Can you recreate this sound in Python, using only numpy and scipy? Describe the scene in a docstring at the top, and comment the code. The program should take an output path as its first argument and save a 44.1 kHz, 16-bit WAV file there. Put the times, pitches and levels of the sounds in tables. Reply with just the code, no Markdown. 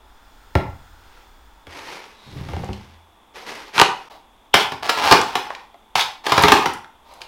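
"""A knife pops and slits the taut film on a plastic tray of chicken; the tray rings, fingers reach in.
Before that, a paper towel roll lands on a kitchen counter, wobbles as it unwinds, and a sheet rips off.
Knocks, rips and pops are short runs of tiny slips; rustling and sawing are clumps of tiny catches.
The small hard room rings after every snap, over a faint hum. The loudest snaps clip."""
import sys
import numpy as np
from scipy import signal
from scipy.fft import rfft, irfft
from scipy.io import wavfile
from scipy.ndimage import uniform_filter1d

SR = 44100
rng = np.random.default_rng(int(sys.argv[2]) if len(sys.argv) > 2 else 0)


def materialize(psi):
    """Save the field psi as 16-bit PCM at rate SR to the path in sys.argv[1].

    A 1-D psi becomes a single channel; in a 2-D psi each row is a channel.
    """
    bounded = np.clip(np.atleast_2d(psi).T, -1, 1)
    quanta = np.round(bounded * 32767).astype(np.int16)
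    wavfile.write(sys.argv[1], SR, quanta)


N = 320607

# Spectra. Each row: frequency in Hz, relative density in dB.
AIR_SPECTRUM = [(25, -6.5), (55, -5), (140, -22.5), (230, -12.5), (560, -17), (900, -8), (1500, -21.5),
                (3100, -24.5), (3450, -16), (4100, -33), (8000, -35.5), (16000, -39)]
APPLIANCE_SPECTRUM = [(55, 16.5), (140, -13), (500, -41), (1350, 0.5), (2500, -17.5), (5000, -16),
                      (10000, -28.5), (16000, -22)]
KNOCK_SPECTRUM = [(30, -35), (78, 3), (150, -7), (280, -8), (440, -9), (840, -7.5), (1090, -15.5),
                  (1380, -15.5), (1700, -24.5), (3400, -32.5), (4300, -41), (16000, -60)]
WOBBLE_SPECTRUM = [(25, -5), (80, 6.5), (150, 5.5), (220, -5), (430, -8), (900, -28), (2000, -44)]
PAPER_SPECTRUM = [(80, -21.5), (250, -7), (500, -1), (640, -7), (900, 0.5), (1400, -6), (2200, -4.5),
                  (3500, -10), (5500, -13.5), (7500, -24), (12000, -28), (16000, -39.5)]
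RIP_SPECTRUM = [(29, -52), (50, -25), (87, -15), (337, -6.5), (408, -5), (601, -12), (905, 6.5),
                (1700, -5.5), (4450, -13), (16000, -46.5)]
FILM_SPECTRUM = [(30, -47), (80, -15), (160, -16.5), (340, -9.5), (420, -3), (600, -7), (880, 5.5),
                 (1080, -2), (1260, -3.5), (1450, -5.5), (3300, -8.5), (5300, -14), (7400, -25),
                 (16000, -33.5)]
# Background tones. Each row: frequency in Hz, relative level in dB.
HUM_TONES = [(49, -71.5), (3435, -83.5)]
APPLIANCE_TONES = [(3408, -88), (4226, -81), (5093, -80), (6961, -80), (8452, -82), (15046, -82)]
# Kitchen reverberation. Each row: frequency in Hz, T60 in seconds.
ROOM_DECAY = [(80, 0.44), (200, 0.42), (500, 0.33), (880, 0.46), (1500, 0.38), (4000, 0.34), (8000, 0.31),
              (15000, 0.31)]
# Resonances. Each row: frequency in Hz, relative level in dB, T60 in seconds.
COUNTER_MODES = [(83, -13.5, 0.66), (200.3, -6.5, 0.32), (548.5, -10, 0.25), (791, -9.5, 0.26),
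                 (1370, -9, 0.17), (2070, -8.5, 0.51), (3300, -1, 0.13)]  # with the cardboard core
TRAY_MODES = [(434, -6.5, 0.23), (850, -9.5, .4), (980, -17.5, .3), (1200, 3, 0.031)]
# Envelopes. Each row: start in seconds, swell in seconds, fade in seconds, relative peak in dB.
APPLIANCE_SWELL = [(0, 0.66, 1.1, 6.5)]
FINGER_BRUSHES = [(4.1, 0.005, 0.083, -41), (7.04, 0.074, .13, -43.5), (7.205, 0.0035, 0.079, -42)]
CORE_RUBS = [(2.1, 0.2, 0.17, -53)]
ROLL_SHUFFLES = [(2.22, 0.13, 0.37, -36.5), (2.48, 0.19, 0.18, -44)]
PAPER_PULLS = [(.9, 0.28, 0.2, -55), (1.66, 0.13, 0.078, -37.5), (1.81, 0.083, 0.31, -36.5),
               (2.08, 0.48, .55, -43), (3.335, 0.032, 0.21, -37.5), (3.46, 0.013, 0.35, -33.5),
               (3.73, 0.088, 0.042, -19), (3.85, 0.04, 0.32, -42)]
BLADE_PLUNGES = [(4.541, 0.0091, .09, -12.5), (5.955, 0.057, 0.02, -12)]
BLADE_CUTS = [(4.824, 0.019, 0.14, -20), (4.95, 0.17, 0.063, -12.5), (5.13, 0.091, .5, -25),
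              (6.238, 0.2, 0.39, -15.5)]
# Snaps. Each row: start in seconds, relative body level in dB, thud level in dB above the body.
ROLL_KNOCKS = [(.5525, -17.5, 4), (1.669, -45.5, -2), (2.488, -40, 0.5), (2.534, -33.5, 7), (2.565, -36, 7),
               (2.688, -36.5, 13)]
PAPER_RIPS = [(3.7795, -13, -14), (3.79, -13, -17.5), (3.797, -7, -25), (3.814, -0.5, -18)]
FILM_POPS = [(4.54, -4.5, -17), (4.719, -25, -6.5), (4.892, -13.5, -29), (4.899, -20.5, -40),
             (5.111, -6, -10.5), (5.122, -3, -13), (5.353, -15, -18), (5.9535, -13, -16),
             (6.2645, -18, -27), (6.319, -10.5, -14.5), (6.377, -10, -6.5), (6.435, -6.5, -5.5),
             (6.482, -8.5, -14.5), (6.519, -3, -7.5), (6.657, -15, -5)]
# Paper and plastic clicks. Each row: start in seconds, level in dB, nominal frequency in Hz.
HANDLING_TICKS = [(2.636, -32.5, 916), (2.644, -51, 5700), (2.731, -41.5, 4520), (5.214, -30.5, 6000),
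                  (5.504, -28, 1060), (5.55, -36.5, 2850), (5.743, -46, 944), (6.009, -26, 4470),
                  (6.304, -47, 3500), (6.424, -29.5, 11600), (6.736, -43.5, 9300), (6.845, -43.5, 1940),
                  (7.138, -55.5, 8800), (7.2168, -36.5, 3800)]
# Brief pitched sounds as the blade cuts.
# Each row: start in seconds, relative level in dB, pitch in Hz, time constant in seconds.
CUT_RINGS = [(4.532, -20, 3180, 0.011), (4.602, -24, 3170, 0.0069), (5.989, -23, 3600, 0.011),
             (6.434, -17.5, 416, 0.0032)]


def gain_of(db):
    """Decibels to amplitude."""
    return 10 ** (np.asarray(db) / 20)


def unit_rms(x):
    """Scales to rms 1."""
    return x / np.sqrt(np.mean(x ** 2) + 1e-20)


def curve_at(points, hz):
    """Interpolates over log frequency."""
    points_hz, values = np.transpose(points)
    return np.interp(np.log(hz + 1), np.log(points_hz), values)


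def add(mix, start_s, sound):
    """Mixes a sound in, in place."""
    part = mix[round(start_s * SR):][:len(sound)]
    part += sound[:len(part)]


def colour(x, spectrum, size=4096):
    """Minimum-phase filter of energy 1 with the given spectrum."""
    log_gain = np.log(gain_of(curve_at(spectrum, abs(np.fft.fftfreq(size, 1 / SR)))))
    taps = np.fft.ifft(np.exp(np.conj(signal.hilbert(log_gain)))).real[:size // 2]
    return signal.oaconvolve(x, taps / np.linalg.norm(taps))[:len(x)]


def band(x, edges_hz, kind, order=2):
    """Butterworth filter."""
    sos = signal.butter(order, np.clip(edges_hz, 1, SR / 2 - 1), kind, fs=SR, output="sos")
    return signal.sosfilt(sos, x)


def ring(x, modes, ring_db):
    """Adds an object's decaying modes to what strikes it."""
    t = np.arange(SR) / SR
    tail = sum(gain_of(db - 60 * t / t60_s) * np.cos(2 * np.pi * hz * t) / np.sqrt(t60_s)
               for hz, db, t60_s in modes)
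    return x + gain_of(ring_db) * signal.oaconvolve(x, tail / np.sqrt(SR))[:N]


def burst(x, db):
    """Gives a short sound the energy of 20 ms at this level."""
    return gain_of(db) * x * np.sqrt(SR / 50 / np.sum(x ** 2))


def strokes(rows, swell_power, fade_power):
    """Swell-and-fade envelopes; low powers are full, high powers pointed."""
    out = np.zeros(N)
    for start_s, swell_s, fade_s, db in rows:
        t = np.arange(0, swell_s + fade_s, 1 / SR)
        rising = np.minimum(t / swell_s, 1)
        falling = np.clip((swell_s + fade_s - t) / fade_s, 0, 1)
        add(out, start_s, gain_of(db) * rising ** swell_power * falling ** fade_power)
    return out


def grains(per_s, spread_db, clump_db, clump_s):
    """Tiny catches of uneven size, in clumps; rms 1."""
    sizes = gain_of(spread_db * np.minimum(rng.exponential(1, N), 4)) * rng.choice([-1, 1], N)
    clumps = np.interp(np.arange(N) / SR / clump_s, np.arange(N), rng.standard_normal(N))
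    catches = rng.random(N) < per_s / SR
    return unit_rms(sizes * catches * gain_of(clump_db * clumps))


def cascade(tau_s, whitening=0.13, size=4096):
    """A run of tiny slips that swells and dies; whitening weakens its chance pitch."""
    t = np.arange(size) / SR
    bins = rfft(rng.standard_normal(size) * t * np.exp(-t / tau_s))
    slips = irfft(bins / (abs(bins) + 1e-12) ** whitening)
    return slips * (t < t[-1] / 2)


def snaps(rows, spectrum, thud_hz, crack_hz, crack_db, dulling, tau_s, thud_stretch, crack_stretch):
    """Slow low thud, body and bright crack; the heavier the thud, the weaker the crack."""
    out = np.zeros(N)
    for start_s, db, thud_db in rows:
        thud = band(colour(cascade(tau_s * thud_stretch), spectrum), thud_hz, "low", order=3)
        body = band(colour(cascade(tau_s), spectrum), [thud_hz, crack_hz], "band", order=3)
        crack = band(colour(cascade(tau_s * crack_stretch), spectrum), crack_hz, "high", order=3)
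        add(out, start_s, burst(thud, db + thud_db))
        add(out, start_s, burst(body, db))
        add(out, start_s, burst(crack, db + crack_db - dulling * thud_db))
    return out


def tones(rows, waver):
    """Sines with a shared random pitch waver."""
    drift = 1 + waver * unit_rms(band(rng.standard_normal(N), 60, "low"))
    warped_s = np.cumsum(drift) / SR
    return sum(np.sqrt(2) * gain_of(db) * np.sin(2 * np.pi * hz * warped_s) for hz, db in rows)


def background():
    """Room tone, mains hum and a faint appliance heard only at first."""
    air = gain_of(-54) * colour(rng.standard_normal(N), AIR_SPECTRUM)
    hum = tones(HUM_TONES, waver=0.0049)
    hiss = gain_of(-53.5) * colour(rng.standard_normal(N), APPLIANCE_SPECTRUM)
    whine = gain_of(-0.5) * tones(APPLIANCE_TONES, waver=0.0028)
    return air + hum + strokes(APPLIANCE_SWELL, swell_power=0.36, fade_power=0.41) * (hiss + whine)


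def kitchen_reverb(x, predelay_s=0.0021, echoes_per_s=5000, crossfade_hz=3, tails=3):
    """Dense reflections off counter and tiles; moving hands shift the paths, so the tails crossfade."""
    out = np.zeros(N)
    t60_s = curve_at(ROOM_DECAY, np.fft.rfftfreq(2 * SR, 1 / SR))
    for k in range(tails):
        echoes = rng.choice([-1., 1.], SR) * (rng.random(SR) < echoes_per_s / SR)
        echoes *= np.arange(SR) > predelay_s * SR
        hz, t, frames = signal.stft(echoes, SR, nperseg=256)
        frames *= gain_of(-60 * t / curve_at(ROOM_DECAY, hz)[:, None])
        bins = rfft(signal.istft(frames, SR, nperseg=256)[1], 2 * SR)
        # Each band stores energy in proportion to its decay time.
        tail = irfft(bins * np.sqrt(t60_s / uniform_filter1d(abs(bins) ** 2, size=200)))[:SR]
        share = np.sqrt(2 / tails) * np.cos(np.pi * (crossfade_hz * np.arange(N) / SR + k / tails))
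        out += signal.oaconvolve(x * share, tail / np.linalg.norm(tail))[:N]
    return out


def ticks(tau_s=0.0032, size=1024):
    """Single small clicks of paper and plastic."""
    out, t = np.zeros(N), np.arange(size) / SR
    for start_s, db, hz in HANDLING_TICKS:
        click = rng.standard_normal(size) * np.exp(-t / tau_s)
        add(out, start_s, burst(band(click, [hz / 2, hz * 1.23], "band"), db))
    return out


def fingers():
    """Slack film crackles faintly under the hand."""
    crackle = grains(per_s=3500, spread_db=2.5, clump_db=1.5, clump_s=0.01)
    crackle *= strokes(FINGER_BRUSHES, swell_power=0.81, fade_power=0.67)
    return gain_of(-3) * colour(crackle, [(300, -6), (900, 9.5), (1600, -8), (4200, -6), (8000, -23.5)])


def core_rub(edges_hz=(3560, 3960)):
    """A finger drags inside the turning cardboard core: a faint whistle."""
    drag = unit_rms(band(rng.standard_normal(N), edges_hz, "band", order=1))
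    return drag * strokes(CORE_RUBS, swell_power=0.75, fade_power=1.1)


def roll():
    """The roll lands, then rocks and shuffles as it unwinds; counter and core ring."""
    knocks = snaps(ROLL_KNOCKS, KNOCK_SPECTRUM, thud_hz=323, crack_hz=1840, crack_db=-3,
                   dulling=0.99, tau_s=0.0018, thud_stretch=3.06, crack_stretch=0.53)
    slips = grains(per_s=560, spread_db=3, clump_db=2, clump_s=0.02)
    slips *= strokes(ROLL_SHUFFLES, swell_power=1.5, fade_power=0.57)
    shuffle = gain_of(1.5) * colour(slips, WOBBLE_SPECTRUM)
    return ring(knocks + shuffle, COUNTER_MODES, ring_db=-8.5)


def towel():
    """Soft fibres rub in a fine crinkle; the perforation rips in growing bursts."""
    crinkle = grains(per_s=5000, spread_db=3, clump_db=1.6, clump_s=0.005)
    crinkle *= strokes(PAPER_PULLS, swell_power=0.92, fade_power=1.44)
    rips = snaps(PAPER_RIPS, RIP_SPECTRUM, thud_hz=294, crack_hz=1677, crack_db=-3.5,
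                 dulling=0.16, tau_s=0.0024, thud_stretch=1.4, crack_stretch=0.47)
    return gain_of(0.5) * colour(crinkle, PAPER_SPECTRUM) + gain_of(-6) * rips


def cut_rings(q=9, size=8192):
    """Brief pitched sounds as the blade cuts: three high film squeaks, one low, hollow tray ring."""
    out, t = np.zeros(N), np.arange(size) / SR
    for start_s, db, hz, tau_s in CUT_RINGS:
        drag = rng.standard_normal(size) * t * np.exp(-t / tau_s)
        pitched = band(drag, [hz * (1 - 0.5 / q), hz * (1 + 0.5 / q)], "band")
        add(out, start_s, burst(pitched, db))
    return out


def knife():
    """The blade pops through taut film, sinks in and saws along; the tray rings like a drum."""
    teeth = grains(per_s=1100, spread_db=3.3, clump_db=2.5, clump_s=0.004)
    teeth *= strokes(BLADE_CUTS, swell_power=0.46, fade_power=1.78)
    sawing = gain_of(-6) * colour(teeth, FILM_SPECTRUM)
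    scrape = grains(per_s=3000, spread_db=3, clump_db=2, clump_s=0.004)
    scrape *= strokes(BLADE_PLUNGES, swell_power=0.23, fade_power=0.52)
    sinking = gain_of(-3.5) * band(colour(scrape, FILM_SPECTRUM), 2000, "high", order=1)
    pops = snaps(FILM_POPS, FILM_SPECTRUM, thud_hz=254, crack_hz=1820, crack_db=-6.5,
                 dulling=0.17, tau_s=0.0024, thud_stretch=1.4, crack_stretch=0.99)
    cutting = sawing + sinking + gain_of(-4.5) * pops
    return ring(cutting, TRAY_MODES, ring_db=-25.5) + gain_of(1) * cut_rings()


def scene():
    """Mono mix of the handling, its reflections and the background."""
    towel_roll = roll() + core_rub()
    paper = towel()
    tray = knife() + fingers()
    clicks = ticks()
    send = gain_of(-3.5) * towel_roll + gain_of(-7.5) * paper + gain_of(-2) * tray + gain_of(-5) * clicks
    send = band(send, 18000, "low", order=1)  # walls absorb the top treble
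    return (towel_roll + paper + tray + clicks + kitchen_reverb(send) + background())[None]


def record(dry, dip_from_s=4.087, dip_to_s=4.099, dip_gain=0.04, cutoff_hz=16000):
    """Clips the loudest snaps, dips the level for an instant, then low-passes."""
    t = np.arange(N) / SR
    gate = uniform_filter1d(1. - (t > dip_from_s) * (t < dip_to_s), size=64)
    clipped = np.clip(dry, -1, 1)
    lowpass = signal.firwin(511, cutoff_hz, window=("kaiser", 9), fs=SR)
    return signal.oaconvolve(clipped * np.maximum(gate, dip_gain), lowpass[None], "same")


dry = scene()
out = record(dry)
materialize(out)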